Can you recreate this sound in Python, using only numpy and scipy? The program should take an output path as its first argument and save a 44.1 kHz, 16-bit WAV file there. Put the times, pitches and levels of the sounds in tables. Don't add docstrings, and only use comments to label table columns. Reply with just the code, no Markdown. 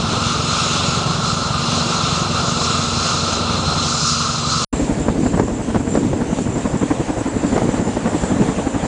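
import sys
import numpy as np
from scipy import signal
from scipy.fft import rfft, irfft, next_fast_len
from scipy.io import wavfile
from scipy.ndimage import uniform_filter1d, map_coordinates

SR = 44100
rng = np.random.default_rng(int(sys.argv[2]) if len(sys.argv) > 2 else 0)


def output_pcm(signal):
    pcm = np.clip(np.atleast_2d(signal).T, -1, 1) * 32767
    wavfile.write(sys.argv[1], SR, np.round(pcm).astype(np.int16))


N = 391145
TIME = np.arange(N) / SR
SILENCE_START_S, SILENCE_END_S = 4.6475, 4.727
NEAR_RATE, NEAR_PASS_S = 11.43, 6.835
FAR_RATE = 11.278

# (time [s], exhaust roar [dB], turbine whine [dB], upper whine over turbine whine [dB])
CRAFT_LEVELS = [(0, -23.5, -28.5, -3), (.4, -24.5, -27, -1.5), (.85, -24.5, -24.5, 0),
                (1.05, -24.5, -29.5, -0.5), (1.55, -26, -30, 2), (1.8, -24, -26, 0.5),
                (2.45, -24, -29, 0.5), (2.65, -25, -27.5, 2), (3.33, -24.5, -28, 1.5),
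                (3.6, -24.5, -28.5, -1.5), (3.8, -24.5, -28.5, 2.5), (3.92, -27, -29, 10),
                (4.08, -30.5, -30.5, 8.5), (4.25, -29, -31, 4.5), (4.64, -28, -31, 6.5)]


def craft():
    roar_db, whine_db, upper_db = curves(CRAFT_LEVELS)
    gust_db = .7 * wobble(8) + .8 * wobble(16)
    return exhaust(roar_db) + duct(whine_db, gust_db) + turbines(whine_db, upper_db, gust_db) + shaft_tones()


# (frequency [Hz], relative level per Hz [dB])
EXHAUST_COLOUR = [(20, -37.5), (40, -10.5), (90, 0), (170, -3), (260, -4), (400, -6.5), (600, -7.5),
                  (900, -7.5), (1500, -16), (2000, -32), (4000, -42.5)]


def exhaust(roar_db):
    pulse = np.cos(2 * np.pi * 2 * FAR_RATE * (TIME - .003))
    level_db = roar_db + 1.6 * pulse + 0.56 * wobble(12)
    return amp(level_db) * rush(colour(EXHAUST_COLOUR), patchy_db=1.0)


# (centre [Hz], width [Hz], relative level [dB])
DUCT_MODES = [(1083, 125, -6), (1217, 83, -0.5), (1321, 180, -0.5)]
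DUCT_DB, DUCT_FOLLOWS = -25, .35


def duct(whine_db, gust_db):
    swell_db = DUCT_FOLLOWS * (whine_db - whine_db[:SR * 4].mean())
    return amp(DUCT_DB + swell_db + 1.3 * gust_db) * rush(humps(DUCT_MODES, steep=2.12), patchy_db=-0.9)


# (centre [Hz], width [Hz], relative level [dB])
WHINE_MODES = [(2765, 260, -5.5), (3620, 660, -4), (2450, 630, -12.5)]
# (centre [Hz], width [Hz], relative level [dB])
UPPER_WHINE_MODES = [(4810, 1230, -1.5), (5336, 180, 2.5), (6100, 490, -0.5), (6780, 320, 1.5),
                     (7345, 160, 0), (7950, 250, -7.5), (8770, 460, -14.5)]
MAIN_DB, MAIN_DB_PER_S = -5.5, 1.6


def turbines(whine_db, upper_db, gust_db):
    broad = amp(whine_db + gust_db) * rush(humps(WHINE_MODES, steep=1.05), patchy_db=1.0)
    main_db = whine_db + MAIN_DB + MAIN_DB_PER_S * TIME + gust_db
    main = amp(main_db) * rush(humps([(4110, 150, 0)], steep=1.13), patchy_db=1.4)
    upper_level_db = whine_db + upper_db + gust_db + .8 * wobble(6.33)
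    upper = amp(upper_level_db) * rush(humps(UPPER_WHINE_MODES, steep=1.74), patchy_db=1.5)
    return broad + main + upper


# (frequency [Hz], rms level before wavering [dB], scale of the wavering [dB])
SHAFT_TONES = [(234.2, -31.5, 1.3), (168.5, -39, 2.5), (469, -45, 2.5), (570.4, -45, 2.5), (1034, -43, 2.5),
               (8274, -56, 2.5)]


def shaft_tones():
    out = np.zeros(N)
    for hz, db, waver_db in SHAFT_TONES:
        level = np.sqrt(2) * amp(db + waver_db * wobble(8.4))
        out += level * np.sin(2 * np.pi * hz * TIME + 0.45 * wobble(4))
    return out


# (time [s], rotor wash [dB], craft roar [dB], wash chop depth [dB])
OVERHEAD_LEVELS = [(4.73, -26, -29, -2), (4.9, -20.5, -27, 3.5), (5.17, -21.5, -31.5, 0.5),
                   (5.7, -21, -33, 2), (6.0, -20, -32, 1), (6.8, -26, -30.5, 6.5), (7.3, -27, -29.5, 9.5),
                   (7.65, -21, -28, -2), (7.9, -25.5, -29, 5), (8.43, -20.5, -26, 3.5),
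                   (8.7, -25, -29.5, 1), (8.87, -24.5, -26.5, 7)]
# (frequency [Hz], relative level per Hz [dB])
WASH_COLOUR = [(50, -36), (90, -8.5), (130, -3.5), (180, -1), (285, 0), (370, -8.5), (480, -10.5),
               (700, -53)]
THUD_S, THUD_SPREAD_HZ = 0.0045, 24.4


def near_rotor(times, thud_db, crack_db):
    chance = rng.random((len(times), 2))
    hz = blade(times)[3] + THUD_SPREAD_HZ * rng.standard_normal(len(times))
    hard_db = np.clip(crack_db + 13.5, 0, 7)
    length = THUD_S * (0.68 + .4 * chance[:, 0]) * amp(-hard_db)
    thuds = bursts(times, thud_db + .4 * hard_db, length, hz, chance[:, 1])
    thuds += bursts(times, thud_db - 12.0, 0.0064, 0.41 * hz, chance[:, 0])
    puff_noise = unit(filtered(rng.standard_normal(N), colour(ROAR_COLOUR)))
    puffs = bursts(times, thud_db - 14.0, 0.0079) * puff_noise

    passes = NEAR_PASS_S + np.arange(-25, 25) / NEAR_RATE
    thump_db, lag = blade(passes)[:2]
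    thump_db = thump_db + 1.1 * rng.standard_normal(len(passes))
    thump = bursts(passes + lag, thump_db, 0.0092, hz=53.3, turn=0.52)

    wash_db, _, depth_db = curves(OVERHEAD_LEVELS)
    wash_level = amp(wash_db + depth_db * chop() + 2.6 * wobble(30))
    return thuds + puffs + thump + wash_level * rush(colour(WASH_COLOUR), patchy_db=-0.1)


# (time [s], thud level [dB], crack level [dB])
TIMED_SLAPS = [(4.738, -10.5, -17), (4.911, -13, -31), (5.087, -8.5, -5), (5.103, -17, -19),
               (5.236, -13.5, -21.5), (5.266, -7, -14.5), (5.344, -7, -18), (5.378, -14, -7.5),
               (5.4, -6.5, -1), (5.485, -18, -11), (5.75, -15, -8), (5.763, -7, -5.5), (5.807, -14, -17),
               (5.878, -11, -21), (5.956, -11, -1.5), (5.977, -10.5, -7.5), (6.135, -15, -9.5),
               (6.332, -10, -22), (6.39, -16, -9), (6.471, -11.5, -22), (6.659, -10, -15),
               (6.675, -18, -18), (7.214, -12.5, -15), (7.345, -19, -20), (7.366, -20, -22),
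               (7.53, -9, -14), (7.565, -8.5, -2), (7.582, -9.5, -2), (7.621, -9, -9), (7.693, -12, -13.5),
               (7.743, -12.5, -20.5), (7.972, -15, -4.5), (8.061, -10, -16), (8.078, -12.5, -13),
               (8.238, -9.5, -9.5), (8.368, -12.5, -16), (8.424, -12, -6.5), (8.588, -9.5, -10.5),
               (8.672, -7.5, -18)]
CRACK_UNDER_DB, HALFWAY_DB = -6.5, -10
SCATTER_DB, SCATTER_S = 1.5, 0.00299
PAIR_S = (-.013, 0.00496)


def slaps():
    turn = np.repeat(np.arange(-48, 47), 2)
    chance = rng.standard_normal((len(turn), 3))
    passes = NEAR_PASS_S + turn / (2 * NEAR_RATE)
    thud_db = blade(passes)[2] + HALFWAY_DB * (turn % 2) + SCATTER_DB * chance[:, 1]
    times = passes + np.resize(PAIR_S, len(turn)) + SCATTER_S * chance[:, 0]
    times = np.maximum(times, SILENCE_END_S)
    crack_db = thud_db + CRACK_UNDER_DB + SCATTER_DB * chance[:, 2]
    ordinary = np.c_[times, thud_db, crack_db]
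    free = np.abs(passes[:, None] - np.transpose(TIMED_SLAPS)[0]).min(axis=1) > .024
    return np.r_[TIMED_SLAPS, ordinary[free]].T


# (time [s], deep thump level [dB], thump lag behind the pass [s],
# ordinary slap level [dB], pitch of the slap's thud [Hz])
BLADE_TABLE = [(4.73, -17, .012, -14.5, 241), (5.2, -20, 0.0093, -20.5, 235),
               (5.9, -21.5, 0.0025, -15, 242), (6.4, -23, -.009, -14.5, 250), (6.9, -24, -.008, -12, 280),
               (7.4, -22.5, -0.0011, -15.5, 260), (7.9, -22, -0.01, -13.5, 244),
               (8.87, -21.5, -.006, -13.5, 245)]


def blade(times):
    when, *columns = np.transpose(BLADE_TABLE)
    return [np.interp(times, when, c) for c in columns]


# (frequency [Hz], relative level per Hz [dB])
CRACK_COLOUR = [(300, -2.5), (500, 6.5), (800, -13), (1500, -16.5), (3000, -34), (6000, -31)]
# (frequency [Hz], relative level per Hz [dB])
EDGE_COLOUR = [(900, -5), (1600, 4), (2600, -21), (4500, -22.5), (7000, -29)]
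CRACK_LEAD_S, EDGE_DB = 0.00388, -28.5


def cracks(times, crack_db):
    onset, t = times - CRACK_LEAD_S, np.arange(2048) / SR
    spike_hz = 620 + 150 * rng.standard_normal(len(onset))
    out = bursts(onset + 0.00194, crack_db - 3.0, 0.00045, spike_hz, rng.random(len(onset)))
    edge_db = crack_db + EDGE_DB + 4 * rng.standard_normal(len(onset))
    for level_db, spectrum, t60 in [(crack_db - 8.0, CRACK_COLOUR, .05), (edge_db, EDGE_COLOUR, .022)]:
        strikes = np.bincount(np.round(onset * SR).astype(int), amp(level_db), N)
        decay = amp(-60 * t / t60) * (1 - np.exp(-t / 0.00034))
        envelope = signal.fftconvolve(strikes, decay)[:N]
        out += envelope * unit(filtered(rng.standard_normal(N), colour(spectrum)))
    return out


# (time [s], level before a 7 dB cut [dB])
TREBLE_TICKS = [(5.906, -23), (5.9454, -24)]


def ticks():
    times, db = np.transpose(TREBLE_TICKS)
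    noise = unit(filtered(rng.standard_normal(N), humps([(7900, 1300, 0)], steep=2)))
    return bursts(times + .002, db - 7, .0022) * noise


# (frequency [Hz], relative level per Hz [dB])
ROAR_COLOUR = [(250, -26.5), (470, -3), (650, -6.5), (1000, -11.5), (1300, -17.5), (1900, -20),
               (3000, -34.5)]
# (frequency [Hz], relative level per Hz [dB])
HISS_COLOUR = [(1200, -15), (2500, -4), (4000, -8), (5400, -11), (6500, -5.5), (7500, -4.5), (9000, -13),
               (10800, -17.5)]
# (time [s], level [dB])
FLICKER_LEVELS = [(4.75, -36.5), (4.93, -49), (5.03, -36), (5.17, -56), (5.25, -39.5), (5.45, -40),
                  (5.75, -56), (5.93, -35), (6.05, -50.5), (6.3, -51), (6.38, -40.5), (6.8, -42),
                  (7.05, -51), (7.45, -42), (8.0, -47), (8.3, -37), (8.55, -44.5), (8.87, -44.5)]
HISS_DB, HISS_FOLLOWS = -37.5, 0.61
FLICKER_HZ, FLICKER_SAG_HZ_PER_S, FLICKER_WANDER_HZ = 7330, 35, 40


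def craft_afar():
    roar_db, whine_db = curves(OVERHEAD_LEVELS)[1], curves(FLICKER_LEVELS)[0]
    sag_hz = FLICKER_SAG_HZ_PER_S * (TIME - SILENCE_END_S)
    whine_hz = FLICKER_HZ - sag_hz + FLICKER_WANDER_HZ * wobble(6.5)
    roar_level = amp(roar_db + 0.41 * chop() + 0.43 * wobble(12))
    out = roar_level * rush(colour(ROAR_COLOUR), patchy_db=1.5)
    swell_db = HISS_FOLLOWS * (roar_db - roar_db[-SR * 4:].mean())
    out += amp(HISS_DB + swell_db + 0.81 * wobble(13)) * rush(colour(HISS_COLOUR), patchy_db=1.5)
    out += amp(whine_db + 2.7 * wobble(25)) * narrow(whine_hz, width_hz=130)
    chirp_level = amp(-55.0 + 11.3 * chop(lag=0.022) + 2.6 * wobble(9.8))
    return out + chirp_level * narrow(7720 + 120 * wobble(8), width_hz=130)


# (time [s], front rotor level [dB], rear rotor level [dB], rear echo delay [s])
FAR_ROTOR_LEVELS = [(0, -15.5, -19.5, 0.0086), (.6, -15, -20.5, 0.0072), (1.2, -10, -17, 0.0057),
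                    (1.8, -13.5, -19.5, 0.0066), (2.4, -15, -22.5, 0.0068), (3, -16, -20.5, 0.0083),
                    (3.6, -34, -16.5, 0.0134), (4.2, -17, -18, 0.015), (4.64, -14, -17.5, 0.014)]


def far_rotors():
    passes = np.arange(54) / FAR_RATE
    when, front_db, rear_db, echo_delay = np.transpose(FAR_ROTOR_LEVELS)
    chance = rng.standard_normal((len(passes), 6))
    front = passes + 0.0027 + 0.00028 * chance[:, 0]
    front_level = np.interp(passes, when, front_db) + 1.8 * chance[:, 1]
    out = bursts(front, front_level, 0.0033, hz=135, turn=-0.27)

    rear = passes + .0415 + 0.00085 * chance[:, 2]
    rear_level = np.interp(passes, when, rear_db)
    out += bursts(rear, rear_level + 1.5 * chance[:, 3], 0.0069, hz=157, turn=0.69)
    echo = rear + np.interp(passes, when, echo_delay) + 0.00043 * chance[:, 4]
    out += bursts(echo, rear_level - .8 + 1.3 * chance[:, 5], 0.0033, hz=147, turn=-0.16)

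    both = np.r_[passes, passes + .5 / FAR_RATE]
    return out + bursts(both + 0.003, np.full(len(both), -25.5), 0.013, hz=83.6, turn=0.37)


# (frequency [Hz], relative level per Hz [dB])
BUFFET_COLOUR = [(22, -8), (45, -8.5), (75, -2), (115, -3), (170, -12)]


def wind():
    level = amp(-33.5 + 1.5 * chop() + 1.1 * wobble(19))
    return level * unit(filtered(rng.standard_normal(N), colour(BUFFET_COLOUR)))


def chop(lag=0):
    return np.cos(2 * np.pi * NEAR_RATE * (TIME - NEAR_PASS_S - lag))


def bursts(times, db, length, hz=0, turn=0):
    t = np.arange(-2048, 2048) / SR
    at = np.round(np.asarray(times) * SR).astype(int)[:, None] + np.arange(-2048, 2048)
    bell = np.exp(-.5 * (t / np.reshape(length, (-1, 1))) ** 2)
    swing = np.cos(2 * np.pi * (np.reshape(hz, (-1, 1)) * t + np.reshape(turn, (-1, 1))))
    keep = (at >= 0) & (at < N)
    return np.bincount(at[keep], (amp(db)[:, None] * (bell * swing))[keep], N)


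def rush(response, patchy_db):
    z = signal.stft(rng.standard_normal(N), nperseg=512)[2]
    field = uniform_filter1d(rng.standard_normal(z.shape), size=6, axis=0)
    field = uniform_filter1d(field, size=10, axis=1)
    patchy = signal.istft(z * amp(patchy_db * unit(field)), nperseg=512)[1][:N]
    return unit(filtered(patchy, response))


def narrow(hz, width_hz):
    spread = unit(filtered(rng.standard_normal(N), lambda f: 1 / (1 + (f / width_hz) ** 2)))
    return np.sqrt(2) * spread * np.sin(2 * np.pi * np.cumsum(hz + np.zeros(N)) / SR)


def humps(modes, steep):
    def gain(hz):
        power = 0
        for centre, width, db in modes:
            detune = (hz * hz - centre * centre) / (hz * width + 1)
            power = power + amp(2 * db) / (1 + detune ** 2) ** steep
        return np.sqrt(power)
    return gain


def colour(points):
    f, db = np.transpose(points)
    return lambda hz: amp(np.interp(np.log(hz + 1), np.log(f + 1), db, left=-120, right=-120))


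def filtered(x, response):
    m = next_fast_len(N + 8192)
    return irfft(rfft(x, m) * response(np.fft.rfftfreq(m, 1 / SR)), m)[..., :N]


def wobble(rate):
    return map_coordinates(rng.standard_normal(int(N * rate / SR) + 4), [np.arange(N) * rate / SR])


def curves(rows):
    when, *columns = np.transpose(rows)
    return [np.interp(TIME, when, c) for c in columns]


def amp(db):
    return 10 ** (np.asarray(db) / 20)


def unit(x):
    return x / np.sqrt(np.mean(x ** 2) + 1e-20)


def scene():
    before = TIME < SILENCE_START_S
    after = np.clip((TIME - SILENCE_END_S) / .0015, 0, 1)
    times, thud_db, crack_db = slaps()
    beach = craft() + far_rotors()
    under = near_rotor(times, thud_db, crack_db) + ticks() + cracks(times, crack_db) + wind() + craft_afar()
    return (beach * before + under * after)[None]


def record(dry):
    return filtered(dry, lambda hz: (hz < 9870) / np.sqrt(1 + (32 / (hz + 1)) ** 4))


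dry = scene()
out = record(dry)
output_pcm(out)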